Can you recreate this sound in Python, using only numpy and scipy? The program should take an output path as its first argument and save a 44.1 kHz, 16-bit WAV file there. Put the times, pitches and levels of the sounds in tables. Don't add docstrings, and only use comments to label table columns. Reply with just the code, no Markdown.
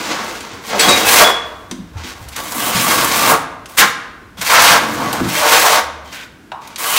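import sys
import numpy as np
from scipy import signal
from scipy.fft import rfft, irfft, next_fast_len
from scipy.io import wavfile

SR = 44100
rng = np.random.default_rng(int(sys.argv[2]) if len(sys.argv) > 2 else 0)


def file_out(sig):
    cols = np.atleast_2d(sig).T
    lim = np.clip(cols, -1, 1)
    pcm = np.round(lim * 32767).astype(np.int16)
    wavfile.write(sys.argv[1], SR, pcm)


N = 307818
TIME = np.arange(N) / SR

# (time [s], pressure as scrape level [dB], edge bite re pressure [dB])
WIPE = [(0, -24.5, -1), (0.06, -26.5, 0), (0.12, -21.5, -2), (0.22, -27.0, -2), (0.3, -29.0, 0.5),
        (0.42, -35, 0), (0.6, -35.5, -3)]
SCOOP = [(0.625, -40, 0.5), (0.69, -33.5, 6), (0.74, -18.5, -8.5), (0.785, -18.5, -2.5), (0.805, -16, 4),
         (0.865, -14.5, 1), (0.895, -10.5, -2), (0.96, -18.5, 1.5), (1.035, -18.5, 0.5)]
PUSH = [(1.06, -13, -2.5), (1.12, -11.5, 2.5), (1.17, -11, 3), (1.22, -2.5, -4), (1.25, -9.0, -6),
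        (1.3, -13.5, -8)]
COMB = [(2.37, -30, -3.5), (2.5, -31.5, 0.5), (2.59, -22.5, -1.0), (2.77, -19.5, -0.5), (2.85, -20.5, 0.5),
        (2.9, -14.5, -2.0), (3.03, -15.5, -3), (3.11, -22.5, 0), (3.19, -17, 1), (3.26, -14.5, -2),
        (3.31, -9.5, -3.5), (3.35, -10.5, -11.5)]
SWIPE = [(3.785, -19.5, 10), (3.8, -12.5, 8), (3.83, -6, -7.5), (3.86, -17.5, -9)]
SPREAD = [(4.425, -23, -1.5), (4.455, -28.5, 6.5), (4.51, -12, 0.5), (4.58, -8, -2), (4.65, -10.5, 2.5),
          (4.71, -8.0, -0.5), (4.77, -10, -4.5)]
SMEAR = [(4.8, -20.5, -8.5), (4.89, -22.0, -7.5), (5.06, -17, -10), (5.27, -25, -5.5)]
PULL = [(5.29, -26.5, 0), (5.33, -21.5, -0.5), (5.48, -10.5, -5), (5.53, -9.5, -1), (5.66, -12.5, -1),
        (5.75, -12.5, -2), (5.795, -13, -9.5)]
DRAW = [(6.79, -31, 2.1), (6.84, -25, 2.2), (6.9, -22.5, 2), (6.98, -18.5, 2.9)]
# (hand table, sand hiss [dB], floor rumble [dB], rumble pitch [Hz],
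# blade rasp [dB], rasp pitch [Hz], rasp width [octaves])
TROWEL_STROKES = [ (WIPE, -13, -13, 220, -11, 1370, 0.25), (SCOOP, -8.5, -12, 244, -8.5, 705, 0.54),
                  (PUSH, -4, -18.5, 250, -18, 1400, 1), (COMB, -0.41, -13.5, 192, -8.5, 1130, .18),
                  (SWIPE, -9, -17.5, 185, 1.1, 1370, 0.77), (SPREAD, -7, -24, 180, -4.5, 1214, 0.85),
                  (SMEAR, -2, -12, 186, -18, 1120, 0.21), (PULL, -3.4, -25.5, 210, -11.5, 600, 0.2),
                  (DRAW, -2, -26.5, 190, -3.5, 1120, 0.27), ]


def from_db(db):
    return 10 ** (np.asarray(db) / 20)


def unit_rms(x):
    return x / np.sqrt(np.mean(x ** 2) + 1e-20)


def at_hz(points, hz):
    table = np.array(points)
    return np.interp(np.log(np.maximum(hz, 1)), np.log(table[:, 0]), table[:, 1])


def band(x, low_hz, high_hz, order=2):
    edges_hz = [low_hz, np.clip(high_hz, low_hz + 1, .48 * SR)]
    return signal.sosfilt(signal.butter(order, edges_hz, "band", fs=SR, output="sos"), x + 1e-18)


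def around(x, hz, octaves, order=2):
    return unit_rms(band(x, hz / 2 ** (octaves / 2), hz * 2 ** (octaves / 2), order))


def coloured(x, spectrum, resonances=()):
    size = next_fast_len(N)
    hz = np.arange(size // 2 + 1) * SR / size
    lift_db = sum(db / (1 + (2 * (hz - centre) / width) ** 2) for centre, width, db in resonances)
    return irfft(rfft(x, size) * from_db(at_hz(spectrum, hz) + lift_db), size)[:N]


def drift(per_s):
    knots = rng.standard_normal(N // 20)
    return unit_rms(np.interp(TIME * per_s, np.arange(len(knots)), knots))


def ring(force, hz, t60_s):
    radius = from_db(-60 / (t60_s * SR))
    angle = 2 * np.pi * hz / SR
    return signal.lfilter([0, np.sin(angle)], [1, -2 * radius * np.cos(angle), radius ** 2], force + 1e-18)


def add(track, start_s, sound):
    start = round(start_s * SR)
    track[start:start + len(sound)] += sound[:N - start]


def grit(grains_per_s, size_spread_db, smear):
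    sizes = from_db(size_spread_db * np.minimum(rng.exponential(1, N), 5)) * rng.choice([-1, 1], N)
    chance = np.clip(grains_per_s / SR, 1e-4, 1)
    grains = unit_rms(sizes * (rng.random(N) < chance) / np.sqrt(chance))
    return unit_rms(grains + smear * rng.standard_normal(N))


def contact(hand, landing_s=0.016, lift_s=0.027):
    s, pressure_db, bite_db = np.transpose(hand)
    touch = np.interp(TIME, [s[0] - landing_s, s[0], s[-1], s[-1] + lift_s], [0, 1, 1, 0])
    on = touch > 0
    return on, touch[on], np.interp(TIME[on], s, pressure_db), np.interp(TIME[on], s, bite_db)


def register_gains(hiss_per_bite=1.72, brush_fade_db_per_s=25):
    # (time [s], length [s], pressure [dB], bite [dB], sand hiss [dB])
    brushes = [(1.45, 0.49, -40.5, -6, -3), (1.951, 0.022, -40, -7.5, -7), (1.98, 0.042, -34.5, -2, -14),
               (2.048, 0.074, -35.5, 5, -16), (2.161, 0.15, -38.5, -3.5, -3), (2.33, 0.058, -39, 4, -10),
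               (3.696, 0.074, -40, 0, -0.5), (4.384, 0.032, -37, 2.5, -9), (6.057, 0.077, -50.5, 8, -15),
               (6.131, .03, -38, 7.5, -16.5), (6.185, 0.062, -43, 3, -13), (6.623, 0.12, -38, -3, -11)]
    light_strokes = []
    for s, length_s, db, bite_db, sand_db in brushes:
        hand = [(s, db, bite_db), (s + length_s, db - brush_fade_db_per_s * length_s, bite_db)]
        light_strokes.append((hand, sand_db))
    gains = np.zeros((3, N))
    for hand, sand_db, *_ in TROWEL_STROKES + light_strokes:
        on, touch, pressure_db, bite_db = contact(hand)
        hiss_db = pressure_db + hiss_per_bite * bite_db + sand_db
        gains[:, on] += touch * from_db([pressure_db, pressure_db + bite_db, hiss_db])
    return gains


def rumble_and_rasp(scrape, rumble_octaves=1.75, rumble_per_pressure=0.75):
    out = np.zeros(N)
    teeth = grit(grains_per_s=4000, size_spread_db=0, smear=0.25)
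    for hand, _, rumble_db, rumble_hz, rasp_db, rasp_hz, rasp_octaves in TROWEL_STROKES:
        on, touch, pressure_db, _ = contact(hand)
        rumble = around(scrape, rumble_hz, rumble_octaves, order=4)[on]
        rumble *= from_db(rumble_per_pressure * pressure_db + rumble_db)
        rasp = from_db(pressure_db + rasp_db) * around(teeth, rasp_hz, rasp_octaves)[on]
        out[on] += touch * (rumble + rasp)
    return out


def scraping(judder_db, judder_per_s, flutter_db, flutter_per_s):
    # (frequency [Hz], density [dB])
    spectrum = [(35, -52), (60, -13), (179, -12), (279, -7), (396, -8.5), (602, -4), (645, -2), (1000, 0),
                (1100, -1), (1330, -4), (2270, -10), (6330, -15), (9400, -13), (14000, -13.5),
                (15700, -4.5)]
    # (centre [Hz], width [Hz], lift [dB])
    resonances = [(458, 26, 6), (606, 34, 4), (905, 32, 2), (1074, 22, 6), (1133, 27, 5), (1320, 250, 1.5),
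                  (1487, 22, 4), (1631, 24, 5), (2050, 120, 2), (2196, 30, 3), (3233, 100, 2),
                  (3671, 30, 2)]
    # (low [Hz], high [Hz], level [dB])
    registers = [(432, 1730, -2.32), (1890, 6730, -0.73), (6920, 14800, -0.97)]
    gains = register_gains()
    effort = np.sqrt(gains[0] / gains[0].max())
    force = grit(grains_per_s=900 + 7000 * effort, size_spread_db=2.0, smear=0.71)
    force *= from_db(judder_db * drift(judder_per_s))
    scrape = coloured(force, spectrum, resonances)
    out = rumble_and_rasp(scrape)
    for gain, (low_hz, high_hz, db) in zip(gains, registers):
        flutter = from_db(flutter_db * drift(flutter_per_s))
        out += gain * from_db(db) * unit_rms(band(scrape, low_hz, high_hz, order=4) * flutter)
    return out


def friction_tone(db, length_s, hz, waver_hz, t60_s):
    t = TIME[:SR // 2]
    narrow_noise = band(rng.standard_normal(SR), hz - waver_hz / 2, hz + waver_hz / 2)
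    phase = np.angle(signal.hilbert(narrow_noise)[-len(t):])
    envelope = np.minimum(t / .003, 1) * from_db(-60 * np.maximum(t - length_s, 0) / t60_s)
    return from_db(db) * envelope * np.sqrt(2) * np.cos(phase)


def boards(level_db):
    # (time [s], level re level_db [dB])
    shifts = [(0.0, -49), (2.33, -37.5), (2.68, -55), (2.93, -34.5), (3.91, -50.5), (4.78, -40),
              (6.98, -58.5)]
    s, db = np.transpose(shifts)
    rumble = unit_rms(band(rng.standard_normal(N), low_hz=46, high_hz=101, order=3))
    out = from_db(level_db + np.interp(TIME, s, db)) * rumble
    groan = friction_tone(db=-42, length_s=0.27, hz=74, waver_hz=5.5, t60_s=0.34)
    add(out, start_s=5.82, sound=groan)
    return out


def air(level_db):
    # (frequency [Hz], density [dB])
    spectrum = [(18, -44), (30, -3), (293, 5.5), (391, -0.5), (677, -7), (1270, -11), (1530, -4.5),
                (1830, -11.5), (15700, -30.5)]
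    return from_db(level_db) * unit_rms(coloured(rng.standard_normal(N), spectrum))


def taps(t60_s):
    # (time [s], level [dB], low edge [Hz], high edge [Hz])
    landings = [(0.407, -26, 2500, 7800), (.667, -29, 2500, 11700), (0.794, -12, 1490, 10800),
                (1.712, -18.5, 590, 6400), (2.104, -34, 2000, 9000), (2.287, -27, 2000, 11900),
                (2.363, -17, 1000, 11400), (2.521, -18, 1000, 11000), (3.045, -11, 4000, 15000),
                (3.658, -27.5, 700, 8000), (3.785, -2, 1190, 4760), (4.414, -13, 600, 8000),
                (5.129, -14, 3000, 13700), (6.518, -19.5, 557, 2350), (6.674, -30.5, 1500, 11900),
                (6.7594, -18, 1260, 6600), (6.785, -25, 1500, 14000)]
    out, t = np.zeros(N), TIME[:SR // 10]
    for s, db, low_hz, high_hz in landings:
        crunch = unit_rms(band(rng.standard_normal(len(t)), low_hz, high_hz))
        add(out, s, crunch * from_db(db - 60 * t / t60_s))
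    return out


def thuds(reach_octaves):
    # (frequency [Hz], gain [dB], t60 [s])
    floor_modes = [(81.5, -4.5, 0.35), (112, 13.5, 0.071), (124.7, 5.5, 0.37), (171, 8, 0.5),
                   (198, 12.5, 0.23), (234, 2, 0.3), (253.7, 7.5, 0.33), (305, -3.5, 1), (347, 4.5, 0.37),
                   (461, 9.5, 0.17)]
    # (time [s], level [dB], centre of the response [Hz])
    blows = [(.53, -35, 85), (0.863, -29.5, 238), (.925, -23, 71), (1.056, -31.5, 86), (1.714, -31, 282),
             (1.788, -36, 195), (1.954, -12, 65.5), (2.04, -38, 297.5), (2.213, -33.5, 93),
             (2.748, -26.5, 139), (3.839, -39, 154), (4.383, -41.5, 160), (4.7, -31, 148),
             (5.205, -20.5, 290), (5.223, -27, 130), (5.26, -24, 139)]
    out = np.zeros(N)
    for k, (hz, mode_db, t60_s) in enumerate(floor_modes):
        force = np.zeros(N)
        for s, db, centre_hz in blows:
            share = np.exp(-(np.log2(hz / centre_hz) / reach_octaves) ** 2)
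            add(force, s, from_db([db + mode_db]) * share)
        out += (-1) ** k * ring(force, hz, t60_s)
    return out


def snags(uneven_db):
    # (frequency [Hz], gain [dB], t60 [s])
    blade_modes = [(2196, -1, .12), (2590, -5, .12), (3278, -6, .15), (3805, -4, .2), (4301, -6, .18),
                   (4732, -4, .2), (5507, -7, .18), (5959, -2, .2), (6939, -9, .14), (7620, 0, .16),
                   (7855, -2, .16), (8950, -2, .16), (11020, -9, .12)]
    # (time [s], level [dB])
    plucks = [(.796, -12.5), (0.89, -15.5), (1.713, -53), (2.362, -42)]
    out = np.zeros(N)
    for hz, mode_db, t60_s in blade_modes:
        force = np.zeros(N)
        for s, db in plucks:
            add(force, s, from_db([db + mode_db + uneven_db * rng.normal()]) * rng.choice([-1, 1]))
        out += ring(force, hz, t60_s)
    return out


def squeaks(t60_waver_cycles):
    # (time [s], level [dB], length [s], pitch [Hz], waver [Hz])
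    tones = [(0.821, -16, 0.027, 3340, 120), (0.883, -16.5, .052, 3800, 65), (0.919, -19, 0.017, 2440, 90),
             (1.04, -24, 0.046, 2600, 70), (1.242, -11.5, 0.017, 3380, 39.7), (1.277, -18, .012, 3366, 91),
             (1.333, -21.5, 0.012, 3358, 36.2), (2.604, -28, 0.21, 3000, 650),
             (4.372, -39, 0.039, 3360, 330), (6.057, -44, 0.05, 3170, 150), (6.13, -35, 0.11, 2600, 1400),
             (6.14, -41.5, 0.13, 1530, 170), (6.867, -25.5, 0.12, 2930, 298)]
    out = np.zeros(N)
    for s, db, length_s, hz, waver_hz in tones:
        add(out, s, friction_tone(db, length_s, hz, waver_hz, t60_s=t60_waver_cycles / waver_hz))
    return out


def slap(start_s, level_db, hz, t60_s, rise_hz, rise_s):
    out, t = np.zeros(N), TIME[:SR // 2]
    hollow = signal.hilbert(around(rng.standard_normal(len(t)), hz, octaves=0.47))
    below_hz = rise_hz * np.exp(-t / rise_s)
    rising = np.real(hollow * np.exp(-2j * np.pi * np.cumsum(below_hz) / SR))
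    add(out, start_s, rising * from_db(level_db - 60 * t / t60_s))
    return out


def room(x, early_db, early_t60_s, late_db):
    # (frequency [Hz], t60 [s])
    decay_times = [(100, 1), (500, 0.94), (1000, 0.83), (1500, 0.95), (2300, 0.75), (3700, 0.66),
                   (9700, 0.4), (16000, 0.07)]
    t = TIME[:SR]
    edges_hz = np.geomspace(60, 18000, 13)
    tail = np.zeros(SR)
    for low_hz, high_hz in zip(edges_hz, edges_hz[1:]):
        t60_s = at_hz(decay_times, np.sqrt(low_hz * high_hz))
        tail += band(rng.standard_normal(SR), low_hz, high_hz) * from_db(-60 * t / t60_s)
    late = signal.fftconvolve(x, tail / np.linalg.norm(tail))[:N]
    early, block = np.zeros(N), SR // 8
    fade = from_db(-60 * t[:block] / early_t60_s) * (t[:block] > .003)
    for start in range(0, N, block):
        echoes = rng.standard_normal(block) * fade
        add(early, start / SR, signal.fftconvolve(x[start:start + block], echoes / np.linalg.norm(echoes)))
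    shares = from_db([0, early_db, late_db])
    return shares @ [x, early, late] / np.linalg.norm(shares)


def scene():
    trowel = scraping(judder_db=0.78, judder_per_s=180, flutter_db=1.62, flutter_per_s=45)
    trowel += snags(uneven_db=4.0)
    trowel += squeaks(t60_waver_cycles=11.6)
    trowel += slap(start_s=6.518, level_db=-25.5, hz=1045, t60_s=0.5, rise_hz=380, rise_s=0.03)
    trowel += taps(t60_s=0.04)
    floor = thuds(reach_octaves=0.54) + boards(level_db=-3.5)
    mono = floor + air(level_db=-44) + room(trowel, early_db=-8.0, early_t60_s=0.27, late_db=-11.5)
    return np.array([mono, mono])


def record(dry):
    ceiling, cutoff_hz = 1.02, 15750
    flattened = dry / (1 + (dry / ceiling) ** 8) ** (1 / 8)
    return signal.sosfilt(signal.ellip(12, .1, 80, cutoff_hz, fs=SR, output="sos"), flattened)


dry = scene()
out = record(dry)
file_out(out)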